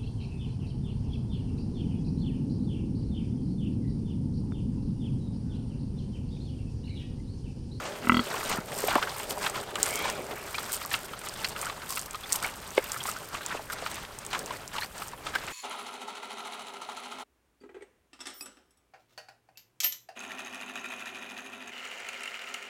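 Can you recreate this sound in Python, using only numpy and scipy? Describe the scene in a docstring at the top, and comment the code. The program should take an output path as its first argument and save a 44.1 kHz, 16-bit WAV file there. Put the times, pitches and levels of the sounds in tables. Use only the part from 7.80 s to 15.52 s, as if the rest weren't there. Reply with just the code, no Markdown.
"""An outdoor pen, with a small microphone close to pigs feeding from a pan.
Jaws squelch wet feed and crackle dry grain, single grains split, and lips smack as they part.
Snouts rub the pan along the ground and knock its wall. One pig gives a short creaky grunt, slow
claps of the vocal folds ringing in its throat; one snuffles, air fluttering in its nostrils.
A faint open-air hiss and rumble lies behind it all."""
import sys
import numpy as np
from scipy import signal
from scipy.fft import rfft, irfft, next_fast_len
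from scipy.io import wavfile
from scipy.ndimage import uniform_filter1d

SR = 44100
rng = np.random.default_rng(int(sys.argv[2]) if len(sys.argv) > 2 else 0)


def dump_mix(stems):
    """Bounce the given channels to the path in sys.argv[1] as a 16-bit WAV at rate SR."""
    frames = np.atleast_2d(stems).T  # one column per channel
    limited = np.clip(frames, -1, 1)  # hard clip at full scale
    pcm = np.round(limited * 32767).astype(np.int16)
    wavfile.write(sys.argv[1], SR, pcm)


N = 340602


def gain_of(db):
    """Decibels to amplitude."""
    return 10 ** (np.asarray(db) / 20)


def evened(x):
    """Scales to rms 1."""
    return x / np.sqrt(np.mean(x ** 2) + 1e-20)


def curve(rows, column):
    """One column of a timed table, sample by sample."""
    rows = np.array(rows)
    return np.interp(np.arange(N) / SR, rows[:, 0], rows[:, column])


def add(mix, s, sound):
    """Mixes a sound in at s seconds."""
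    part = mix[round(s * SR):][:len(sound)]
    part += sound[:len(part)]


def coloured(x, spectrum):
    """Shapes x by rows of (frequency [Hz], gain [dB]), then scales to rms 1."""
    size = next_fast_len(len(x))
    hz, db = np.transpose(spectrum)
    shape = np.interp(np.log(np.fft.rfftfreq(size, 1 / SR) + 1), np.log(hz + 1), db)
    return evened(irfft(rfft(x, size) * gain_of(shape), size)[:len(x)])


def no_bass(x, hz):
    """Rolls off what lies under hz."""
    return signal.sosfilt(signal.butter(2, hz, "high", fs=SR, output="sos"), x)


def ring(x, hz, width):
    """A two-pole resonance, width in Hz, whose impulse starts as a unit sine."""
    r, w = np.exp(-np.pi * width / SR), 2 * np.pi * hz / SR
    return signal.lfilter([0, np.sin(w)], [1, -2 * r * np.cos(w), r * r], x)


def resonate(x, hz, width):
    """A resonance that follows a pitch curve: shift down, smooth, shift back."""
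    turn, r = np.exp(2j * np.pi * np.cumsum(hz) / SR), np.exp(-np.pi * width / SR)
    return (turn * signal.lfilter([1 - r], [1, -r], x / turn)).real


def grainy(per_s, spread_db, fade_s, hiss):
    """Noise broken into little bursts of uneven size over a steady share of hiss."""
    sizes = gain_of(spread_db * np.minimum(rng.exponential(1, N), 4))
    onsets = rng.random(N) < per_s / SR
    bursts = evened(signal.lfilter([1], [1, -np.exp(-1 / (fade_s * SR))], sizes * onsets))
    return (hiss + bursts) * rng.standard_normal(N)


def open_air():
    """Steady outdoor rumble and faint high hiss around the pen."""
    # colour of the air: (frequency [Hz], gain [dB])
    spectrum = [(12, -31), (20, 10.5), (108, 13), (323, 2.5), (1240, -28), (1840, -42), (6710, -36),
                (8650, -13), (10500, -9), (15200, -15), (16500, -24)]
    return gain_of(-52.5) * coloured(rng.standard_normal(N), spectrum)


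def pan():
    """Snouts rub the pan along the ground and now and then knock its wall into ringing."""
    # blows, low for a shove, high near the rim: (time [s], peak [dB], pitch [ratio])
    knocks = [(0.785, -22.5, 0.44), (1.039, -17.5, 1.03), (1.155, -9, 2.17), (1.157, -16.5, 0.663),
              (1.161, -12.5, 1.44), (1.575, -23.5, 1.93), (4.9786, -6, 1.04), (5.75, -26.5, 1.02),
              (5.794, -28, 1.64), (6.024, -27.5, 1.36)]
    # wall modes at pitch 1: (frequency [Hz], gain [dB], time to fall 60 dB [s])
    modes = [(400, -6, .045), (495, 0, .024), (810, -11, .025), (1570, -13, .02), (2100, -5, .02),
             (2420, -8, .016), (2750, -9, .013)]
    # snouts push hard at first, then mostly nudge: (time [s], level [dB])
    shoves = [(0.0, -42), (0.45, -40), (1.4, -44.5), (1.65, -42), (2.47, -40.5), (2.79, -52.5), (3.8, -47),
              (4.1, -54.5), (6.45, -53), (6.65, -41.5), (6.9, -60), (7.72, -48.5)]
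    # pan scraping the ground: (frequency [Hz], gain [dB])
    rub_spectrum = [(71, -57), (120, -6), (330, -7.5), (410, 3), (480, -4), (600, 1.5), (720, -6),
                    (800, -4.5), (1100, -28), (2640, -90)]
    out, t = np.zeros(N), np.arange(3000) / SR
    for s, db, pitch in knocks:
        reach_hz = 4800 * gain_of(.5 * db)  # weaker blows are duller
        blow = np.zeros(len(t))
        for hz, mode_db, t60 in modes:
            mode = gain_of(mode_db - 60 * t / t60) * np.sin(2 * np.pi * hz * pitch * t)
            blow += mode / (1 + (hz * pitch / reach_hz) ** 4)
        blow *= 1 - np.exp(-t / .0004)
        blow = no_bass(no_bass(blow, 300 * pitch), 300 * pitch)  # a thin wall radiates little bass
        blow /= abs(blow).max()
        add(out, s, gain_of(db) * blow)
        add(out, s + .0135, gain_of(db - 17) * blow)  # echo from the fence
    rub = coloured(grainy(per_s=90, spread_db=2.5, fade_s=.015, hiss=1.3), rub_spectrum)
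    return out + gain_of(curve(shoves, 1)) * rub


def snuffle():
    """Fluttering air in the nostrils; two resonances rise as the snout digs in."""
    # one long breath: (time [s], level [dB], lower nasal resonance [Hz])
    breath = [(1.93, -67, 2000), (2.02, -43.5, 2070), (2.22, -35.5, 2320), (2.33, -45, 2380),
              (2.46, -61, 2500)]
    out, t = np.zeros(N), np.arange(N) / SR
    flutter = grainy(per_s=140, spread_db=1.0, fade_s=.0035, hiss=2.4)
    for ratio, width_hz, db in ((1, 350, -2), (1.4, 220, -8.5)):
        turn = np.exp(2j * np.pi * np.cumsum(ratio * curve(breath, 2)) / SR)
        r = np.exp(-np.pi * width_hz / SR)
        nasal = turn * signal.lfilter([1], [1, -2 * r, r * r], flutter / turn)
        out += gain_of(db) * evened(nasal.real)
    return out * gain_of(curve(breath, 1)) * (t > breath[0][0]) * (t < breath[-1][0])


def grunt():
    """Slow single claps of the vocal folds, each ringing out in the throat."""
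    # throat modes in three registers: (frequency [Hz], width [Hz], gain [dB])
    low_modes = [(239, 28, 1)]
    mid_modes = [(1306, 104, 9), (943, 140, 2), (2018, 50, -0.5), (2780, 290, -0.5)]
    top_modes = [(3280, 48, -5)]
    start_s, strongest_s, end_s, claps_per_s = .223, .295, .40, 41.2
    swell_db_per_s, sag_db_per_s, shut_share = 298, 28, .68
    t, claps = np.arange(N) / SR, np.zeros(N)
    cycle = (t - start_s) * claps_per_s % 1
    sounding = t < end_s + .01

    clap_s = np.arange(start_s, end_s, 1 / claps_per_s)
    clap_s += .0004 * rng.standard_normal(len(clap_s))
    late = clap_s - strongest_s
    effort_db = np.minimum(swell_db_per_s * late, -sag_db_per_s * late)
    claps[(clap_s * SR).astype(int)] = gain_of(effort_db - 17.5)
    puff = .12 * np.exp(-np.arange(500) / 160) * rng.standard_normal(500)  # air leaks after each clap
    puff[:9] = np.hanning(11)[1:-1] / 4  # the clap itself
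    claps = signal.oaconvolve(claps, puff)[:N]
    claps = signal.sosfilt(signal.butter(4, 4600, fs=SR, output="sos"), claps)  # soft folds close gently

    low, mid, top = (
        sum((-1) ** k * gain_of(db) * ring(claps, hz, width) for k, (hz, width, db) in enumerate(modes))
        for modes in (low_modes, mid_modes, top_modes))
    accent = np.exp(-((t - strongest_s - .006) / .012) ** 4)  # the hardest clap wakes the middle modes
    mouth_open = (1 + np.tanh((t - .31) / .035)) / 2
    upper = mid * gain_of(-6.5 + 9 * accent) + top * gain_of(-28 + 31 * mouth_open)
    folds_shut = (t - start_s + .002) * claps_per_s % 1 < shut_share
    upper *= uniform_filter1d(1. * folds_shut, size=130) * sounding  # these modes die as the folds part

    leak = np.exp(-((cycle - .3) / .17) ** 2) * mouth_open ** 9 * sounding
    whistle_hz = 4150 + 900 * cycle  # air through the folds, climbing in each cycle
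    whistle = resonate(rng.standard_normal(N), whistle_hz, width=220)
    whistle = evened(resonate(whistle, whistle_hz, width=220))
    return no_bass(low + upper + gain_of(-33) * leak * whistle, 40)


def squelch():
    """Pockets of air burst in wet feed: brief puffs, each size ringing at its own pitch."""
    out = np.zeros(N)
    for hz in np.geomspace(800, 4500, 12):
        puffs = grainy(per_s=14, spread_db=2.2, fade_s=.006, hiss=.5)
        out += evened(ring(puffs, hz, width=.22 * hz)) * np.sqrt(hz)
    return evened(out)


def crackle():
    """Dry grains snap: very short ticks, each size with its own colour."""
    out = np.zeros(N)
    for hz in np.geomspace(3500, 14000, 6):
        ticks = grainy(per_s=30, spread_db=4.5, fade_s=.0007, hiss=.3)
        out += evened(ring(ticks, hz, width=.5 * hz)) * np.sqrt(hz)
    return evened(out)


def chewing(column):
    """Amplitude of the wet (1) or dry (2) feed: steady munching plus a swell at every bite."""
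    # steady munching: (time [s], wet level [dB], dry level [dB])
    munching = [(0.0, -33, -52), (0.08, -37, -61), (0.17, -44, -54), (0.42, -40, -47), (0.6, -35, -38.5),
                (0.84, -50, -54.5), (0.99, -36.5, -35.5), (1.2, -35.5, -46.5), (1.42, -42.5, -42),
                (1.95, -44.5, -57.5), (2.15, -41, -42.5), (2.5, -43, -52.5), (2.92, -41, -40.5),
                (3.4, -46, -57), (4.9, -45.5, -49.5), (5.14, -40.5, -44), (5.48, -47.5, -51),
                (6.3, -48.5, -59), (7.46, -48.5, -60), (7.72, -37.5, -48.5)]
    # jaw closings: (time of the top [s], wet level [dB], dry level [dB], time scale [s])
    bites = [(0.709, -31.5, -52, 0.097), (1.107, -34.5, -67, 0.093), (1.505, -42, -35, 0.029),
             (1.638, -35, -41.5, 0.083), (1.766, -36, -49, 0.066), (2.042, -39, -37.5, 0.14),
             (2.244, -34.5, -78, 0.11), (2.515, -40, -55, 0.031), (2.941, -59, -32.5, 0.029),
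             (3.135, -37, -43, 0.046), (3.456, -53, -48.5, 0.17), (3.624, -45.5, -44, 0.14),
             (3.83, -45, -46, 0.15), (4.123, -53, -37.5, 0.16), (4.539, -41.5, -34, 0.082),
             (4.648, -38, -46.5, 0.067), (4.976, -38, -52, 0.026), (5.286, -43.5, -39, 0.052),
             (5.549, -38, -54, 0.047), (5.703, -38.5, -61, 0.13), (5.93, -46, -42.5, 0.019),
             (6.084, -44, -57.5, 0.39), (6.545, -37, -52, 0.1), (6.708, -47, -55, 0.17),
             (6.964, -40, -48, 0.065), (7.035, -44, -46, 0.043), (7.192, -48, -47.5, 0.13),
             (7.467, -39.5, -65, 0.052), (7.555, -37.5, -70, 0.037)]
    level, t = gain_of(curve(munching, column)), np.arange(N) / SR
    for bite in bites:
        near = slice(max(round((bite[0] - .2) * SR), 0), round((bite[0] + .169) * SR))
        late = (t[near] - bite[0]) / bite[3]
        steepness = np.where(late < 0, 2.8, 1.6)  # quick in, slow out
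        level[near] += gain_of(bite[column]) * np.exp(-(steepness * late) ** 2)
    return level


def jaws():
    """Between the jaws, wet feed slops and pops while dry grain crackles in fine ticks."""
    # colours of wet and dry feed: (frequency [Hz], gain [dB])
    wet_spectrum = [(350, 0), (600, 2), (693, 3), (869, 4), (1300, 4.5), (1800, 0.5), (3370, -3.5),
                    (4690, -5.5), (7000, -6), (9100, -10), (15400, -120)]
    dry_spectrum = [(1760, -16), (3000, 2.5), (3800, -3), (4800, 5), (6390, 2), (8560, 9.5), (10700, -1),
                    (13500, 6), (15900, -5), (16500, -40)]
    slop = evened(grainy(per_s=140, spread_db=5.0, fade_s=.02, hiss=.9))
    wet = coloured(slop + .6 * squelch(), wet_spectrum)
    crunch = evened(grainy(per_s=150, spread_db=4.5, fade_s=.003, hiss=.5))
    dry = coloured(crunch + .9 * crackle(), dry_spectrum)
    return chewing(1) * wet + chewing(2) * dry


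def grain_cracks():
    """A hard grain splits: a sharp ringing tick and a short spray of fragments behind it."""
    # splitting grains: (time [s], level [dB])
    cracks = [(1.495, -26), (1.625, -22), (1.698, -17.5), (1.9562, -19), (2.03, -2.5), (2.059, -18.5),
              (2.108, -18.5), (2.157, -10.5), (2.3, -15), (2.93, -15), (3.257, -43), (3.815, -15.5),
              (4.194, -15), (4.3095, -22), (4.524, -6), (4.5291, -8), (4.906, -24), (5.119, -13),
              (5.238, -19.5), (5.2699, -23), (5.663, -16), (6.115, -20), (6.144, -20.5), (6.3882, -20.5),
              (6.45, -24.5), (6.4646, -22), (6.592, -14.5), (6.6603, -19.5), (6.878, -22), (7.1806, -21.5),
              (7.2826, -24)]
    out, t = np.zeros(N), np.arange(1500) / SR
    spray = .3 * np.exp(-t / .0005) + .07 * gain_of(-60 * t / .04)
    for s, db in cracks:
        burst = spray * rng.standard_normal(len(t))
        burst[0] = 1  # the tick
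        add(out, s, gain_of(db) * burst)
    ringing = 1.3 * out + .9 * ring(out, 8500, width=2200)
    return no_bass(no_bass(ringing, 4200), 4200)


def lip_smacks():
    """Close up, a wet tearing burst rings the hollow mouth; a bright snap of the lips rides on it."""
    # lips part: (time [s], level [dB], nominal mouth pitch [Hz], snap brightness [0-1])
    smacks = [(0.54, -24, 1140, 0), (1.082, -17.5, 720, 0.76), (1.109, -21, 1300, 0.2),
              (1.178, -17, 990, 0), (1.226, -21.5, 1510, 0.94), (1.272, -24, 1520, 0.1),
              (1.398, -29.5, 890, 0.86), (1.664, -21, 1400, 1), (1.756, -27.5, 1060, 0.9),
              (1.955, -25.5, 1210, 0.99), (2.25, -20.5, 940, 0), (2.744, -27.5, 2360, 0.95),
              (2.782, -24.5, 1260, 1), (3.015, -31, 1330, 1), (3.113, -30, 1740, 1),
              (3.139, -19.5, 2830, 0.9), (3.333, -28.5, 1310, 0.7), (3.47, -31.5, 1310, 1),
              (3.644, -19.5, 4160, 1), (3.762, -26, 1310, 0.8), (3.827, -26.5, 1200, 0.3),
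              (3.866, -25, 1420, 0.5), (3.897, -26.5, 1220, 0.84), (4.018, -36, 1530, 1),
              (4.172, -26.5, 1310, 1), (4.345, -24, 1180, 0.66), (4.434, -32.5, 3380, 0.7),
              (4.626, -24.5, 1350, 0), (4.645, -20, 2200, 0), (5.161, -27, 1340, 0),
              (5.203, -28.5, 3230, 0.14), (5.254, -23.5, 1050, 0), (5.36, -27.5, 1440, 0),
              (5.546, -27, 1200, 0.2), (5.608, -30, 1440, 0), (5.714, -26, 1430, 0), (5.899, -23, 1430, 0),
              (5.927, -29, 1330, 0), (6.062, -20.5, 1310, 0.46), (6.18, -31, 1290, 0),
              (6.53, -23.5, 1190, 0.9), (6.548, -25, 1510, 1), (6.706, -24.5, 1056, 0.66),
              (6.962, -28, 1150, 0.7), (6.982, -25, 910, 1), (7.011, -29.5, 3960, 0.93),
              (7.019, -24, 1830, 0.1), (7.031, -29, 4350, 0.9), (7.22, -26, 1260, 0.64),
              (7.332, -31, 970, 0), (7.466, -27.5, 1280, 0.97), (7.552, -15.5, 1550, 0.2)]
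    out, t = np.zeros(N), np.arange(3500) / SR
    tears = rng.standard_normal((len(smacks), len(t)))
    tears[:, 40] = 6  # the seal breaks with one sharp pull
    tears *= 1 - np.exp(-t / .00089)
    snap_pitches = rng.uniform(2560, 4660, len(smacks))
    glide = .954 + 6.4 * t  # the mouth pitch climbs as the lips open
    for (s, db, mouth_hz, bright), tear, snap_hz in zip(smacks, tears, snap_pitches):
        hollow = resonate(tear * gain_of(-60 * t / .049), mouth_hz * glide, width=118)
        lips = tear * gain_of(-60 * t / .045)
        snap = evened(ring(lips, 2600, width=2000)) + .3 * evened(ring(lips, snap_hz, width=320))
        snap = no_bass(snap, 1100)
        snap *= gain_of(-24 + 27 * bright) / abs(snap).max()
        add(out, s, gain_of(db) * (hollow / abs(hollow).max() + snap))
    return no_bass(out, 290)


def scene():
    """The pigs at close range over the open air, in mono."""
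    return (open_air() + grunt() + snuffle() + jaws() + lip_smacks() + grain_cracks() + pan())[None]


def record(dry):
    """The recorder behind the microphone cuts the treble above 16.2 kHz."""
    band_limit = signal.firwin(255, 16200, window=("kaiser", 9), fs=SR)
    return signal.oaconvolve(dry, band_limit[None], "same")


dry = scene()
out = record(dry)
dump_mix(out)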